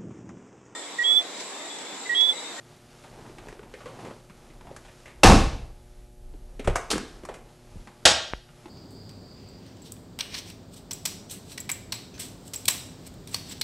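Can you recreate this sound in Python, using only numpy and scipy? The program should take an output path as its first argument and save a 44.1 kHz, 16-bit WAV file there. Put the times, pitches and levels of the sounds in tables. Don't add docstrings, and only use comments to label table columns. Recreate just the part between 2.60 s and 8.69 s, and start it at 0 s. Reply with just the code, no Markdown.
import sys
import numpy as np
from scipy import signal
from scipy.fft import rfft, irfft
from scipy.io import wavfile

SR = 44100
rng = np.random.default_rng(int(sys.argv[2]) if len(sys.argv) > 2 else 0)


def digitize_waveform(pressure):
    field = np.atleast_2d(pressure).T
    bounded = np.clip(field, -1, 1)
    quanta = np.round(bounded * 32767).astype(np.int16)
    wavfile.write(sys.argv[1], SR, quanta)


N = 268657
TIME = np.arange(N) / SR
SLAM_S = 2.632


def from_db(db):
    return 10 ** (np.asarray(db) / 20)


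def rms_one(x):
    return x / np.sqrt(np.mean(x ** 2) + 1e-20)


def in_time(rows):
    times, *columns = np.transpose(rows)
    return [np.interp(TIME, times, column) for column in columns]


def at_hz(points, hz):
    frequencies, values = np.transpose(points)
    return np.interp(np.log(hz), np.log(frequencies), values)


def band(x, low_hz, high_hz):
    return signal.sosfilt(signal.butter(2, [low_hz, high_hz], "band", fs=SR, output="sos"), x)


def colour(x, spectrum):
    hz = np.maximum(np.fft.rfftfreq(len(x), 1 / SR), 1)
    return rms_one(irfft(rfft(x) * from_db(at_hz(spectrum, hz)), len(x)))


def grains(per_s, spread_db):
    sizes = from_db(spread_db * np.minimum(rng.exponential(1, N), 4)) * rng.choice([-1, 1], N)
    return rms_one(sizes * (rng.random(N) < per_s / SR))


def drift(rate_per_s):
    points = rng.standard_normal(400)
    return np.interp(TIME * rate_per_s, np.arange(len(points)), points)


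def ring(force, tones):
    out = 0
    for hz, level_db, fade_s in tones:
        decay, angle = from_db(-60 / (fade_s * SR)), 2 * np.pi * hz / SR
        gain = from_db(level_db) * np.sin(angle) * np.sqrt(1 - decay ** 2)
        out = out + signal.lfilter([0, gain], [1, -2 * decay * np.cos(angle), decay ** 2], force + 1e-18)
    return out


def hum_and_hiss():
    # (frequency [Hz], rms level [dB])
    lamp_tones = [(118.4, -60.5), (150.7, -65.5), (242.2, -66), (360.7, -63.5), (479.1, -73.5),
                  (543.7, -76), (597.5, -68.5), (721.4, -73), (839.8, -72)]
    # (frequency [Hz], relative level [dB])
    air_spectrum = [(15, -4), (25, 12.5), (125, 3.5), (289, -0.5), (357, -1), (418, -5), (604, -13.5),
                    (9840, -15), (12200, -10.5), (13500, -65)]
    hum = sum(np.sqrt(2) * from_db(db) * np.sin(2 * np.pi * (hz * TIME + rng.random()))
              for hz, db in lamp_tones)
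    return hum + from_db(-62) * colour(rng.standard_normal(N), air_spectrum)


def driver():
    # (time [s], seat level [dB], cloth level [dB])
    movements = [(0.0, -59.5, -63.5), (0.43, -58, -58.5), (0.6, -47, -58), (0.75, -52, -59.5),
                 (1.08, -53, -64), (1.18, -53, -59), (1.49, -47, -60.5), (1.62, -59.5, -62),
                 (1.95, -56.5, -63), (2.11, -49, -63), (2.28, -62, -58.5), (2.6, -58, -64.5),
                 (3.0, -51.5, -61.5), (3.1, -59, -68), (3.33, -65.5, -65), (3.55, -69, -74.5),
                 (3.97, -58.5, -68), (4.48, -57, -57.5), (4.74, -50, -68), (4.94, -58.5, -61.5),
                 (5.43, -57.5, -62.5), (5.84, -66, -65.5), (6.09, -54, -60.5)]
    # (frequency [Hz], relative level [dB])
    seat_spectrum = [(59, -21.5), (100, 2), (478, -2), (833, -4.5), (961, -7), (1060, -10), (1190, -12.5),
                     (3000, -26), (3900, -46), (6600, -120)]
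    # (frequency [Hz], relative level [dB])
    cloth_spectrum = [(710, -31), (1200, 4.5), (1710, -1), (3210, -2), (6670, -5), (12000, -13),
                      (15600, -61), (22000, -120)]
    # (time [s], level [dB])
    rocking = [(0.0, -76), (0.43, -68), (0.72, -51), (1.1, -55.5), (1.7, -62), (1.93, -50), (2.4, -52.5),
               (2.6, -61), (3.05, -42), (3.19, -49.5), (3.33, -42.5), (3.5, -48.5), (3.65, -41.5),
               (3.85, -42), (4.0, -49.5), (4.53, -44.5), (4.94, -60.5), (5.17, -38), (5.25, -59),
               (5.8, -55), (6.09, -60)]
    seat_db, cloth_db = in_time(movements)
    fidget_db = 2 * drift(rate_per_s=9)
    seat = from_db(seat_db + fidget_db) * colour(grains(1500, spread_db=2), seat_spectrum)
    cloth = from_db(cloth_db + fidget_db) * colour(grains(5300, spread_db=0), cloth_spectrum)
    sway_db = in_time(rocking)[0] + 4.5 * drift(rate_per_s=9)
    sway = from_db(sway_db) * rms_one(band(rng.standard_normal(N), 21, 42))
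    return seat + cloth + sway


def knocks(rows, knock_db, click_db, tick_db, crunch_db, click_slope, rise_s, width, touch_db):
    out, contacts = np.zeros(N), grains(9000, spread_db=3)
    for start_s, level_db, thud_db, sharp_db, knock_hz, click_hz, fade_s in rows:
        start = round(start_s * SR)
        age = TIME[:min(N - start, SR // 3)]
        span = slice(start, start + len(age))
        burst = contacts[span] * from_db(-60 * age / fade_s) * np.clip(age / rise_s, 0, 1)
        burst[round(rise_s * SR)] += from_db(touch_db)
        parts = [(thud_db, 28, 150),
                 (knock_db - sharp_db, knock_hz / width, knock_hz * width),
                 (click_db + click_slope * sharp_db, click_hz / width, click_hz * width),
                 (tick_db + 1.64 * sharp_db, 2500, 8000),
                 (crunch_db + 0.81 * sharp_db, 250, 2600)]
        for share_db, low_hz, high_hz in parts:
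            boost = np.sqrt(SR / 2 / (high_hz - low_hz))
            out[span] += from_db(level_db + share_db - 5) * boost * band(burst, low_hz, high_hz)
    return out


def trim_creaks():
    # (time [s], level [dB], thud share [dB], sharpness [dB], knock pitch [Hz],
    # click pitch [Hz], fade time [s])
    trim_hits = [(0.438, -37, -17, 4.5, 650, 802, 0.15), (0.662, -32.5, -22, -4, 370, 966, 0.027),
                 (0.694, -33, -23, -7.5, 368, 790, 0.032), (0.783, -31, -18, 4.5, 403, 735, 0.066),
                 (0.869, -30, -23, -4, 387, 800, 0.034), (0.884, -37.5, -19, 11, 310, 1670, 0.073),
                 (0.925, -30.5, -18, -2.5, 430, 745, 0.041), (0.992, -29, -15, -5, 406, 1240, .035),
                 (1.03, -38, -17, 2.5, 237, 945, 0.089), (1.138, -30.5, -22, 1, 454, 1700, 0.097),
                 (1.205, -37, -25, 1.5, 646, 1140, 0.18), (1.257, -31, -25, -0.5, 508, 1020, 0.28),
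                 (1.388, -39.5, -24, 2, 470, 960, 0.34), (1.45, -35, -32, 0.5, 483, 1040, 0.19),
                 (1.508, -34, -25, -4, 530, 940, 0.08), (1.697, -36.5, -6.5, 3, 154, 1175, 0.077),
                 (1.901, -39.5, -2, -3, 254, 1966, 0.068), (2.009, -38.5, -4.5, 3, 188.5, 862, 0.061),
                 (2.068, -37.5, -0.5, -4, 757, 938, 0.16), (2.112, -37.5, -16, -9.5, 500.5, 822, 0.05),
                 (2.163, -36, -3, 15, 355, 1570, .06), (2.249, -39.5, -11, 5.5, 151, 909, 0.14),
                 (2.28, -41, -4.5, -1.5, 568, 1590, 0.13), (2.456, -38, -15, 6.5, 528, 1886, 0.29),
                 (3.498, -48.5, -15, -13, 254, 840, .06), (3.737, -39, -15.5, -7.5, 337, 840, 0.052),
                 (5.152, -47, 15, -9, 170, 820, .1), (5.272, -34, -21, 3, 209.6, 932, 0.11),
                 (5.889, -41, -18.5, -4, 152, 1290, 0.097), (6.056, -29.5, -16, -4.5, 304, 880, 0.069)]
    return knocks(trim_hits, knock_db=-6.5, click_db=-12.5, tick_db=-26, crunch_db=-8.5,
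                  click_slope=0.33, rise_s=.0015, width=1.2, touch_db=16)


def shudder(strike_db, hold_db, hold_s, sag_db_per_s, fade_s):
    rise_s, strike_fade_s = .003, 0.036
    age = np.maximum(TIME - SLAM_S, 0)
    strike = from_db(strike_db - 60 * age / strike_fade_s)
    sagging_db = hold_db - sag_db_per_s * np.minimum(age, hold_s)
    shaking = from_db(sagging_db - 60 * np.maximum(age - hold_s, 0) / fade_s)
    return np.clip(age / rise_s, 0, 1) ** 2 * (strike + shaking)


def door_slam():
    # (frequency [Hz], relative level [dB], fade time [s])
    door_tones = [(245, -2, .05), (363, 3, .05), (414, 0, .05), (520, -4, .04), (787, -2, .04),
                  (1089, -7, .04), (1620, -12, .015)]
    ahead_s = SLAM_S - TIME
    squeeze = from_db(-50.5 - 42 * ahead_s) * (ahead_s > 0) * (ahead_s < .18)
    thump = squeeze + shudder(strike_db=-30.5, hold_db=-21, hold_s=.28, sag_db_per_s=24.5, fade_s=0.7)
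    thump *= rms_one(band(rng.standard_normal(N), 24, 57))
    body = shudder(strike_db=-20, hold_db=-10.5, hold_s=0.0929, sag_db_per_s=9, fade_s=0.16)
    body *= rms_one(band(grains(2000, spread_db=4.5), 60, 400))
    force = shudder(strike_db=-4, hold_db=-13, hold_s=0.09, sag_db_per_s=60.5, fade_s=0.1049)
    force *= grains(4000, spread_db=-1.5)
    panel = from_db(17.5) * band(force, 280, 1000) + from_db(-6) * ring(force, door_tones)
    rattle = shudder(strike_db=-11, hold_db=-11, hold_s=0.5, sag_db_per_s=142, fade_s=0.25)
    rattle *= rms_one(band(rng.standard_normal(N), 1200, 6600))
    return thump + body + panel + rattle


def latch_catch(start_s=2.635, level_db=-5, hz=2620, fade_s=.028):
    age = np.maximum(TIME - start_s, 0)
    return from_db(level_db - 60 * age / fade_s) * np.sin(2 * np.pi * hz * age)


def cabin_boom():
    # (time [s], level [dB])
    pushes = [(2.653, 0), (2.738, -7), (4.078, -14)]
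    # (frequency [Hz], relative level [dB], fade time [s])
    cabin_tones = [(30, -3, .3), (60, -8, .25), (97, -6, .22), (165, -12, .15)]
    out = np.zeros(N)
    for start_s, push_db in pushes:
        age = np.maximum(TIME - start_s, 0)
        for hz, level_db, fade_s in cabin_tones:
            out -= from_db(push_db + level_db - 60 * age / fade_s) * np.sin(2 * np.pi * hz * age)
    return out


def opening_clacks():
    # (time [s], level [dB], thud share [dB], sharpness [dB], knock pitch [Hz],
    # click pitch [Hz], fade time [s])
    latch_hits = [(3.993, -22, -19.5, -2.5, 345, 1530, 0.091), (4.043, -27.5, -1, 1.5, 320, 850, 0.17),
                  (4.073, -8, -15, -2.5, 445, 890, 0.063), (4.097, -23.5, 8, -3, 413, 1260, 0.056),
                  (4.155, -13, -14, 6, 850, 1110, 0.079), (4.19, -26, -15, -1.5, 676, 1090, 0.046),
                  (4.302, -22.5, -27, 13, 503, 2880, 0.063), (4.311, -16.5, -33, 10.5, 684, 2870, 0.075),
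                  (4.328, -14.5, -12.5, -2.5, 275, 1230, 0.15), (4.355, -17, -18, -5, 248, 750, 0.061),
                  (4.378, -16.5, -30, 7, 240, 870, .025), (4.633, -29.5, -6, -5, 300, 800, 0.067),
                  (4.649, -30, -29, 7, 267, 830, .054), (4.686, -27.5, -40, -3, 520, 1050, 0.16),
                  (4.739, -39, -22, 8.5, 374, 1880, 0.13)]
    return knocks(latch_hits, knock_db=-4.5, click_db=-17, tick_db=-18, crunch_db=-9,
                  click_slope=1.26, rise_s=.003, width=1.6, touch_db=11)


def handle_snap(start_s=5.452, rise_s=0.0026, fade_s=0.076, shiver_s=.07):
    # (frequency [Hz], relative level [dB])
    chatter_spectrum = [(35, -44), (60, -16), (250, -20), (700, -7.5), (1100, -15.5), (1600, -12),
                        (2100, -18), (3000, -10.5), (4300, -10.5), (8000, -17.5), (12300, -37),
                        (14000, -41)]
    # (frequency [Hz], relative level [dB], fade time [s])
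    handle_tones = [(690, -4, .02), (1620, -4, .025), (2650, -3, .02), (3800, -3, .012), (4270, -3, .012),
                    (6080, -4, .015), (8200, -8, .015)]
    age = np.maximum(TIME - start_s, 0)
    strike = from_db(-1 - 60 * age / fade_s)
    shiver = from_db(-22) * (age < shiver_s)
    force = np.clip(age / rise_s, 0, 1) ** 2 * (strike + shiver)
    chatter = grains(12000, spread_db=0)
    return force * colour(chatter, chatter_spectrum) + from_db(-22) * ring(force * chatter, handle_tones)


def microphone_brush(at_s=5.7357, width_s=.00009, sway_hz=45, fade_s=0.09):
    age = TIME - at_s
    pulse = -from_db(-10) * np.exp(-.5 * (age / width_s) ** 2)
    after = np.maximum(age, 0)
    sway = from_db(-27 - 60 * after / fade_s) * np.sin(2 * np.pi * sway_hz * after)
    return pulse + sway


def workshop_echo(x):
    # (frequency [Hz], fade time [s])
    room_fades = [(40, .6), (150, 0.5), (600, 0.5), (2000, 0.52), (5000, 0.49), (10000, 0.29)]
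    edges_hz, age = 25 * 2 ** np.arange(0, 9.6, .5), TIME[:SR]
    echoes = np.zeros(SR)
    for low_hz, high_hz in zip(edges_hz, edges_hz[1:]):
        fade_s = at_hz(room_fades, np.sqrt(low_hz * high_hz))
        echoes += band(rng.standard_normal(SR), low_hz, high_hz) * from_db(-60 * age / fade_s)
    echoes *= np.clip(age / 0.022, 0, 1)
    return signal.fftconvolve(x, echoes / np.sqrt(np.sum(echoes ** 2)))[:N]


def scene():
    blows = trim_creaks() + opening_clacks() + door_slam() + latch_catch() + handle_snap()
    echo = from_db(-10.5) * workshop_echo(blows)
    mix = blows + echo + cabin_boom() + driver() + microphone_brush() + hum_and_hiss()
    return np.array([mix, mix])


def record(dry, ceiling=0.64, low_cut_hz=12, soften_hz=12000, high_cut_hz=13900):
    # (frequency [Hz], gain [dB])
    side_spectrum = [(60, -38.5), (110, -34), (200, -37.5), (360, -40.5), (660, -37), (1200, -35),
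                     (2190, -34.5), (4000, -26.5), (7280, -28), (13300, -20)]
    clipped = dry / (1 + np.abs(dry / ceiling) ** 3) ** (1 / 3)
    sagged = signal.sosfilt(signal.butter(1, low_cut_hz, "high", fs=SR, output="sos"), clipped)
    hz = np.maximum(np.fft.rfftfreq(N, 1 / SR), 1)
    late = np.roll(sagged[0], 300)
    side = irfft(rfft(late) * from_db(at_hz(side_spectrum, hz)), N)
    stereo = sagged + side * [[1], [-1]]
    softened = signal.sosfilt(signal.butter(4, soften_hz, fs=SR, output="sos"), stereo)
    return signal.sosfilt(signal.cheby2(12, 70, high_cut_hz, fs=SR, output="sos"), softened)


dry = scene()
out = record(dry)
digitize_waveform(out)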